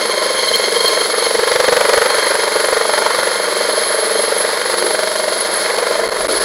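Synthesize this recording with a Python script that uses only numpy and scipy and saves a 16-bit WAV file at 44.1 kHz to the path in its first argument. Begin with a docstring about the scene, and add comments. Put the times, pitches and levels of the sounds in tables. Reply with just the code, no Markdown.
"""Helicopter in a low hover

A twin-turbine helicopter with a shrouded tail fan hovers over a hilltop pad. Each main blade thumps
under its load and slaps as it cuts the tip vortex of the blade before. The fan howls in the rotor wake,
the exhausts roar and the compressors whine. The slaps and the fan's loudest rasps overload a small
microphone, and near the end gusts of downwash choke it for instants."""
import sys
import numpy as np
from scipy import signal
from scipy.fft import rfft, irfft, next_fast_len
from scipy.io import wavfile
from scipy.ndimage import uniform_filter1d, map_coordinates

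SR = 44100
rng = np.random.default_rng(int(sys.argv[2]) if len(sys.argv) > 2 else 0)


def master_out(mix):
    """Clip the mix to full scale and print it as 16-bit PCM to the path in sys.argv[1]."""
    frames = np.transpose(np.atleast_2d(mix))
    ceiling = np.clip(frames, -1, 1)
    pcm = np.round(ceiling * 32767).astype(np.int16)
    wavfile.write(sys.argv[1], SR, pcm)


N = 284004
T = np.arange(N) / SR
BLADE_HZ, FAN_HZ = 23.94, 1065   # blade-passing rates of the main rotor and the tail fan


def main_rotor(passes):
    """Loading noise and blade-vortex interaction: a thump and a slap at each pass, over a deep throb."""
    # thump from the blade load: time_s, level_db
    load = [(0, -23.5), (.75, -18.5), (1.1, -22), (1.25, -17.5), (1.75, -14.5), (2.35, -20.5), (2.75, -18),
            (3.3, -22.5), (3.7, -20.5), (3.87, -24), (4.02, -18), (4.38, -20), (4.6, -23.5), (5.3, -19.5),
            (5.56, -30.5), (5.74, -21), (6, -19), (6.44, -25)]
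    # slap from cutting the tip vortices: time_s, level_db
    vortex = [(0, -27.5), (1.3, -24.5), (1.52, -18), (2.02, -17), (2.2, -22.5), (2.45, -21), (2.58, -22.5),
              (2.75, -21), (3.12, -18.5), (3.3, -25.5), (3.8, -33), (4.25, -29), (4.6, -24.5),
              (5.24, -23.5), (5.5, -36), (5.78, -24.5), (6.44, -26)]
    # hollow resonance, wandering as the wake shifts: time_s, pitch_hz
    thump_pitch = [(0, 463), (1.42, 462), (1.52, 546), (1.75, 490), (2.67, 485), (2.78, 630), (3.17, 570),
                   (3.7, 410), (4.02, 555), (4.18, 484), (4.5, 500), (4.7, 620), (4.86, 500), (5.24, 647),
                   (6.44, 605)]
    # thump ahead of that resonance: frequency_hz, density_db
    thump_spectrum = [(100, -32), (170, -46), (210, -21), (260, -37), (300, -14.5), (380, -9), (455, 3.5),
                      (545, -3.5), (625, 1.5), (720, -15), (900, -12.5), (1500, -52)]
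    # slap: frequency_hz, density_db
    slap_spectrum = [(300, -20), (600, -6), (950, 12.5), (1400, 9), (2000, 9), (2600, -5), (4500, 0.5),
                     (6000, -9), (12000, -17)]
    # low harmonics of the blade rate: multiple, level_db
    harmonics = [(1, -67), (2, -60), (4, -63), (5, -58.5), (6, -63), (8, -56.5), (9, -50.5), (10, -51.5)]
    force = rng.standard_normal(int(passes[-1]) + 3)[np.round(passes).astype(int) + 1]   # one per pass
    burst = colour(blade_burst(passes, memory=.825, core_s=.004, lead_s=.0029, echo=.44), thump_spectrum)
    hollow = glide(burst, in_time(thump_pitch), width_hz=190)
    thump = from_db(in_time(load) + 1.8 * force) * even(hollow, count=1)
    crack = colour(blade_burst(passes, memory=.69, core_s=.003, lead_s=.0002, echo=.36), slap_spectrum)
    slap = from_db(in_time(vortex) + 1.28 * force) * even(crack, count=1)
    throb = sum(from_db(db + 1.2 * drift(5.6)) * np.sin(2 * np.pi * (k * passes + rng.random()))
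                for k, db in harmonics)
    return thump + slap + np.sqrt(2) * throb


def blade_burst(passes, memory, core_s, lead_s, echo):
    """Correlated turbulence: successive blades cut nearly the same eddies, so bursts change slowly."""
    # how long a blade stays in the wake: time_s, stretch_ratio
    dwell = [(0, 1.03), (1.2, 1.03), (1.7, 1.3), (2.6, 1.23), (3.5, 0.95), (5.3, 0.95), (5.7, 1.3),
             (6.44, 2.1)]
    period = int(SR / BLADE_HZ)
    eddies = rng.standard_normal((N // period + 20, period))
    eddies = signal.lfilter([1], [1, -memory], eddies, axis=0).ravel()
    cut = eddies[np.round((passes + 10) * period).astype(int)]
    from_pass_s = ((passes + .5) % 1 - .5) / BLADE_HZ
    since = (from_pass_s + lead_s) / in_time(dwell)
    core = np.exp(-(since / core_s) ** 2)
    ground_scatter = echo * np.exp(-((since - .0068) / .003) ** 2)
    return cut * (core + ground_scatter)


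def fan_howl():
    """Turbulence ingestion: rotor wake broadens the tail fan's tones; the upper ones flutter together."""
    # howl, strongest while the fan swallows wake: time_s, level_db
    howl = [(0, -32), (.52, -29.5), (.85, -30.5), (1.2, -32.5), (2.0, -34.5), (2.2, -29.5), (2.35, -36),
            (2.9, -33), (3.3, -36.5), (3.9, -34), (4.7, -37.5), (6.44, -39.5)]
    # harmonics from the second upwards: width_hz, relative_db
    harmonics = [(100, 2), (115, 2), (160, 5), (160, -9.5), (260, -4.5)]
    howl_db = in_time(howl)
    low = from_db(howl_db - 1.5 + 3 * drift(4.7)) * tone(hz=1054, width_hz=37)
    upper = sum(from_db(db) * even(tone(k * FAN_HZ, width_hz), count=1)
                for k, (width_hz, db) in enumerate(harmonics, 2))
    return low + from_db(howl_db + 2.5 * drift(45)) * upper


def fan_rasps():
    """Unsteady loading: gulps of turbulent air flare two fan harmonics; the loudest clip the microphone."""
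    # gulps: centre_s, half_length_s, third_db, fourth_db
    gulps = [(0.389, .021, -21, -22), (.488, 0.0051, -16, -13.5), (0.542, 0.01, -14.5, -27),
             (0.558, 0.0056, -24, -9.5), (0.769, 0.0073, -16, -21), (0.81, .008, -20, -18),
             (.862, 0.0096, -16, -18), (0.882, 0.0053, -19, -9.5), (1.014, 0.0084, -19, -22),
             (2.196, 0.012, -23, -31), (3.727, .007, -30, -19)]
    # bright tick of the microphone overloading on the loudest rasps: frequency_hz, density_db
    overload_spectrum = [(7000, -3), (11500, -4), (12800, 4), (14000, -4), (15500, -7)]
    phase = 2 * np.pi * np.cumsum(FAN_HZ * (1 + .0129 * drift(300))) / SR
    third = sum(from_db(db) * swell(s, half) for s, half, db, _ in gulps)
    fourth = sum(from_db(db) * swell(s, half) for s, half, _, db in gulps)
    mic_overload = from_db(-1) * fourth ** 2 * noise(overload_spectrum)
    return np.sqrt(2) * (third * np.sin(3 * phase) + fourth * np.sin(4 * phase)) + mic_overload


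def downwash():
    """Turbulent pressure fluctuations: the wake rushes, surges and buffets the microphone."""
    # rumble at the microphone: time_s, level_db
    buffeting = [(0, -66), (2.4, -73), (4.4, -70), (5.9, -60), (6.08, -43), (6.44, -48)]
    # churned air: frequency_hz, density_db
    wake_spectrum = [(70, -34), (160, -32.5), (190, -13), (230, -13), (260, -28), (300, -11), (380, -2.5),
                     (480, 1), (620, -0.5), (740, -13), (1200, -14)]
    # low surges of the wake: centre_s, half_length_s, level_db
    surges = [(4.844, 0.048, -23), (6.31, 0.056, -20.5)]
    buffet_db = in_time(buffeting)
    wake_db = -24.5 + .12 * (buffet_db - buffet_db.mean()) + .05 * drift(5)
    churn = from_db(.7 * drift(60)) * rng.standard_normal(N)
    wake = from_db(wake_db) * colour(churn, wake_spectrum)
    surge_gain = sum(from_db(db) * swell(s, half) for s, half, db in surges)
    surge = surge_gain * even(tone(hz=372, width_hz=69), count=1)
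    rumble = from_db(buffet_db) * noise([(15, -14), (45, 13), (80, -16), (160, -23)])
    return wake + surge + rumble


def exhausts():
    """Turbulent mixing: the exhaust flow radiates a broadband roar."""
    # roar: time_s, level_db
    roar = [(0, -26), (1.35, -25), (1.7, -23.5), (2.25, -20.5), (2.5, -23.5), (3.7, -22), (4.5, -23),
            (5.2, -28), (5.52, -22.5), (6.2, -27), (6.44, -23)]
    # roar: frequency_hz, density_db
    roar_spectrum = [(400, -36), (700, -2), (1000, 2.5), (1300, 0), (1700, 2.5), (2100, -1), (2400, -10.5),
                     (2900, -15.5), (4000, -69)]
    return from_db(in_time(roar) + drift(40)) * noise(roar_spectrum)


def turbines():
    """Flow noise and blade tones: the intakes hiss, the compressors whine in a band of sizzle."""
    # intake hiss: time_s, level_db
    intake = [(0, -27), (.4, -25), (1, -23.5), (1.6, -25), (5.6, -25.5), (6.12, -28.5), (6.44, -23.5)]
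    # intake hiss: frequency_hz, density_db
    hiss_spectrum = [(2000, -10), (2900, -6.5), (3500, 2.5), (4400, 8.5), (5250, 2), (5650, -6), (6500, -5),
                     (7500, -4), (9000, -11.5), (11500, -11), (12500, -15.5), (15500, -20.5)]
    # base of the whine and sizzle: time_s, level_db
    compressor = [(0, -31.5), (.45, -27.5), (.8, -29), (1.15, -26), (1.6, -30), (2.15, -26), (2.4, -28),
                  (3.6, -28.5), (3.98, -23), (4.62, -29.5), (4.82, -26.5), (5.22, -28.5), (5.55, -27),
                  (6.06, -33), (6.35, -27), (6.44, -25.5)]
    # sizzle: frequency_hz, density_db
    sizzle_spectrum = [(8500, -14.5), (9500, -9), (10100, 1), (10500, 5), (10800, 9), (11050, 2.5),
                       (11400, -7), (12200, -38)]
    # brief flares: centre_s, half_length_s, whine_change_db, sizzle_change_db
    flares = [(1.213, 0.036, 5, 0), (1.48, 0.11, 6, -4), (4.39, 0.025, 8, 11.5), (5.399, 0.022, 12, -8),
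              (5.562, 0.027, 9, 0)]
    whine_db = in_time(compressor) - 1 + 2.1 * drift(11)
    whine_db += sum(db * swell(s, half) for s, half, db, _ in flares)
    sizzle_db = in_time(compressor) + sum(db * swell(s, half) for s, half, _, db in flares)
    flicker = drift(45)   # hot, moving air on the way makes the treble flicker
    hiss = from_db(in_time(intake) + 1.13 * flicker) * noise(hiss_spectrum)
    whine = from_db(whine_db + flicker) * even(tone(hz=10733, width_hz=55), count=2)
    sizzle = from_db(sizzle_db + .95 * flicker) * noise(sizzle_spectrum)
    return hiss + whine + sizzle


def gears():
    """Gear meshing: periodic tooth contact gives two faint tones."""
    # low and high tone: pitch_hz
    pitches = [1417, 7143]
    # the same tones: width_hz, level_db
    tones = [(7, -35.5), (30, -50.5)]
    # their common swell: time_s, gain_db
    gain = [(0, -2), (1.4, -7), (2.1, 3.5), (3, 5), (4, -3), (5.2, 0.5), (6.44, 1)]
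    return sum(from_db(db + in_time(gain)) * even(tone(hz, width_hz), count=3)
               for hz, (width_hz, db) in zip(pitches, tones))


def from_db(db):
    """Decibels to amplitude ratio."""
    return 10 ** (np.asarray(db) / 20)


def rms_one(x):
    """Normalisation to unit rms."""
    return x / np.sqrt(np.mean(x ** 2) + 1e-20)


def in_time(rows):
    """Linear interpolation of (time_s, value) rows at every sample."""
    return np.interp(T, *np.transpose(rows))


def swell(s, half_s):
    """A Gaussian bump of height 1 around time s."""
    return np.exp(-((T - s) / half_s) ** 2)


def drift(rate_hz):
    """Smooth random modulation: a spline through rate_hz random values a second; rms 1."""
    knots = rng.standard_normal(4096)
    position = np.arange(N // 20 + 1) * 20 / SR * rate_hz
    return rms_one(map_coordinates(knots, [position], order=3, mode="wrap")).repeat(20)[:N]


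def even(x, count):
    """Gain control: holds the rms near 1 over `count` main blade passes."""
    period = int(SR / BLADE_HZ)
    return x / np.sqrt(uniform_filter1d(uniform_filter1d(x * x, count * period), period) + 1e-12)


def colour(x, spectrum):
    """Spectral shaping by (frequency_hz, density_db) points, falling 20 dB an octave outside; rms 1."""
    hz, db = np.transpose(spectrum)
    octave = np.log2(np.maximum(np.arange(N + 1) * SR / (2 * N), 1))
    points = np.log2(hz)
    outside = np.abs(octave - np.clip(octave, points[0], points[-1]))
    gain = from_db(np.interp(octave, points, db) - 20 * outside)
    size = next_fast_len(N + SR // 10)
    gain = np.interp(np.arange(size // 2 + 1) * 2 * N / size, np.arange(N + 1), gain)
    return rms_one(irfft(rfft(x, size) * gain, size)[:N])


def noise(spectrum):
    """Gaussian noise with the given spectral shape; rms 1."""
    return colour(rng.standard_normal(N), spectrum)


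def resonate(x, hz, width_hz):
    """A two-pole resonance with unit peak gain."""
    r = np.exp(-np.pi * width_hz / SR)
    feedback = [1, -2 * r * np.cos(2 * np.pi * hz / SR), r * r]
    return signal.lfilter(np.array([1, 0, -1]) * (1 - r * r) / 2, feedback, x)


def tone(hz, width_hz):
    """Spectral broadening: a smeared tone made of noise passed twice through one resonance; rms 1."""
    stage_hz = width_hz * np.pi / 2
    once = resonate(rng.standard_normal(N + SR // 2), hz, stage_hz)
    return rms_one(resonate(once, hz, stage_hz)[-N:])


def glide(x, hz, width_hz):
    """A time-varying resonance whose centre follows the curve hz."""
    carrier = np.exp(2j * np.pi * np.cumsum(hz) / SR)
    r = np.exp(-np.pi * width_hz / SR)
    return 2 * np.real(carrier * signal.lfilter([1 - r], [1, -r], x / carrier))


def scene():
    """Superposition of all the sources in open air, in one channel."""
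    # delay of the blade passes behind an even beat: time_s, lag_s
    lag = [(0, .0153), (2.9, .015), (3.3, .017), (3.7, .021), (4.8, .023), (5.55, .0205), (6.2, .027)]
    passes = (T - in_time(lag)) * BLADE_HZ
    mix = main_rotor(passes) + fan_howl() + fan_rasps() + downwash() + exhausts() + turbines() + gears()
    return mix[None]


def record(dry, ceiling=.64, cutoff_hz=15750):
    """Microphone overload: gusts choke it, saturation flattens peaks and a low-pass cuts the top."""
    # choking gusts: centre_s, half_length_s, depth_db
    gusts = [(5.772, .002, 12), (6.070, .0015, 16), (6.084, .003, 22), (6.102, .003, 18), (6.107, .001, 12),
             (6.113, .004, 6), (6.140, .0015, 15), (6.204, .0015, 15), (6.266, .0015, 15),
             (6.277, .0042, 32), (6.395, .0015, 14)]
    choke_db = sum(depth * np.exp(-((T - s) / half) ** 4) for s, half, depth in gusts)
    choked = dry * from_db(-choke_db)
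    saturated = choked / (1 + np.abs(choked / ceiling) ** 6) ** (1 / 6)
    return signal.sosfilt(signal.ellip(12, .1, 90, cutoff_hz, fs=SR, output="sos"), saturated)


dry = scene()
out = record(dry)
master_out(out)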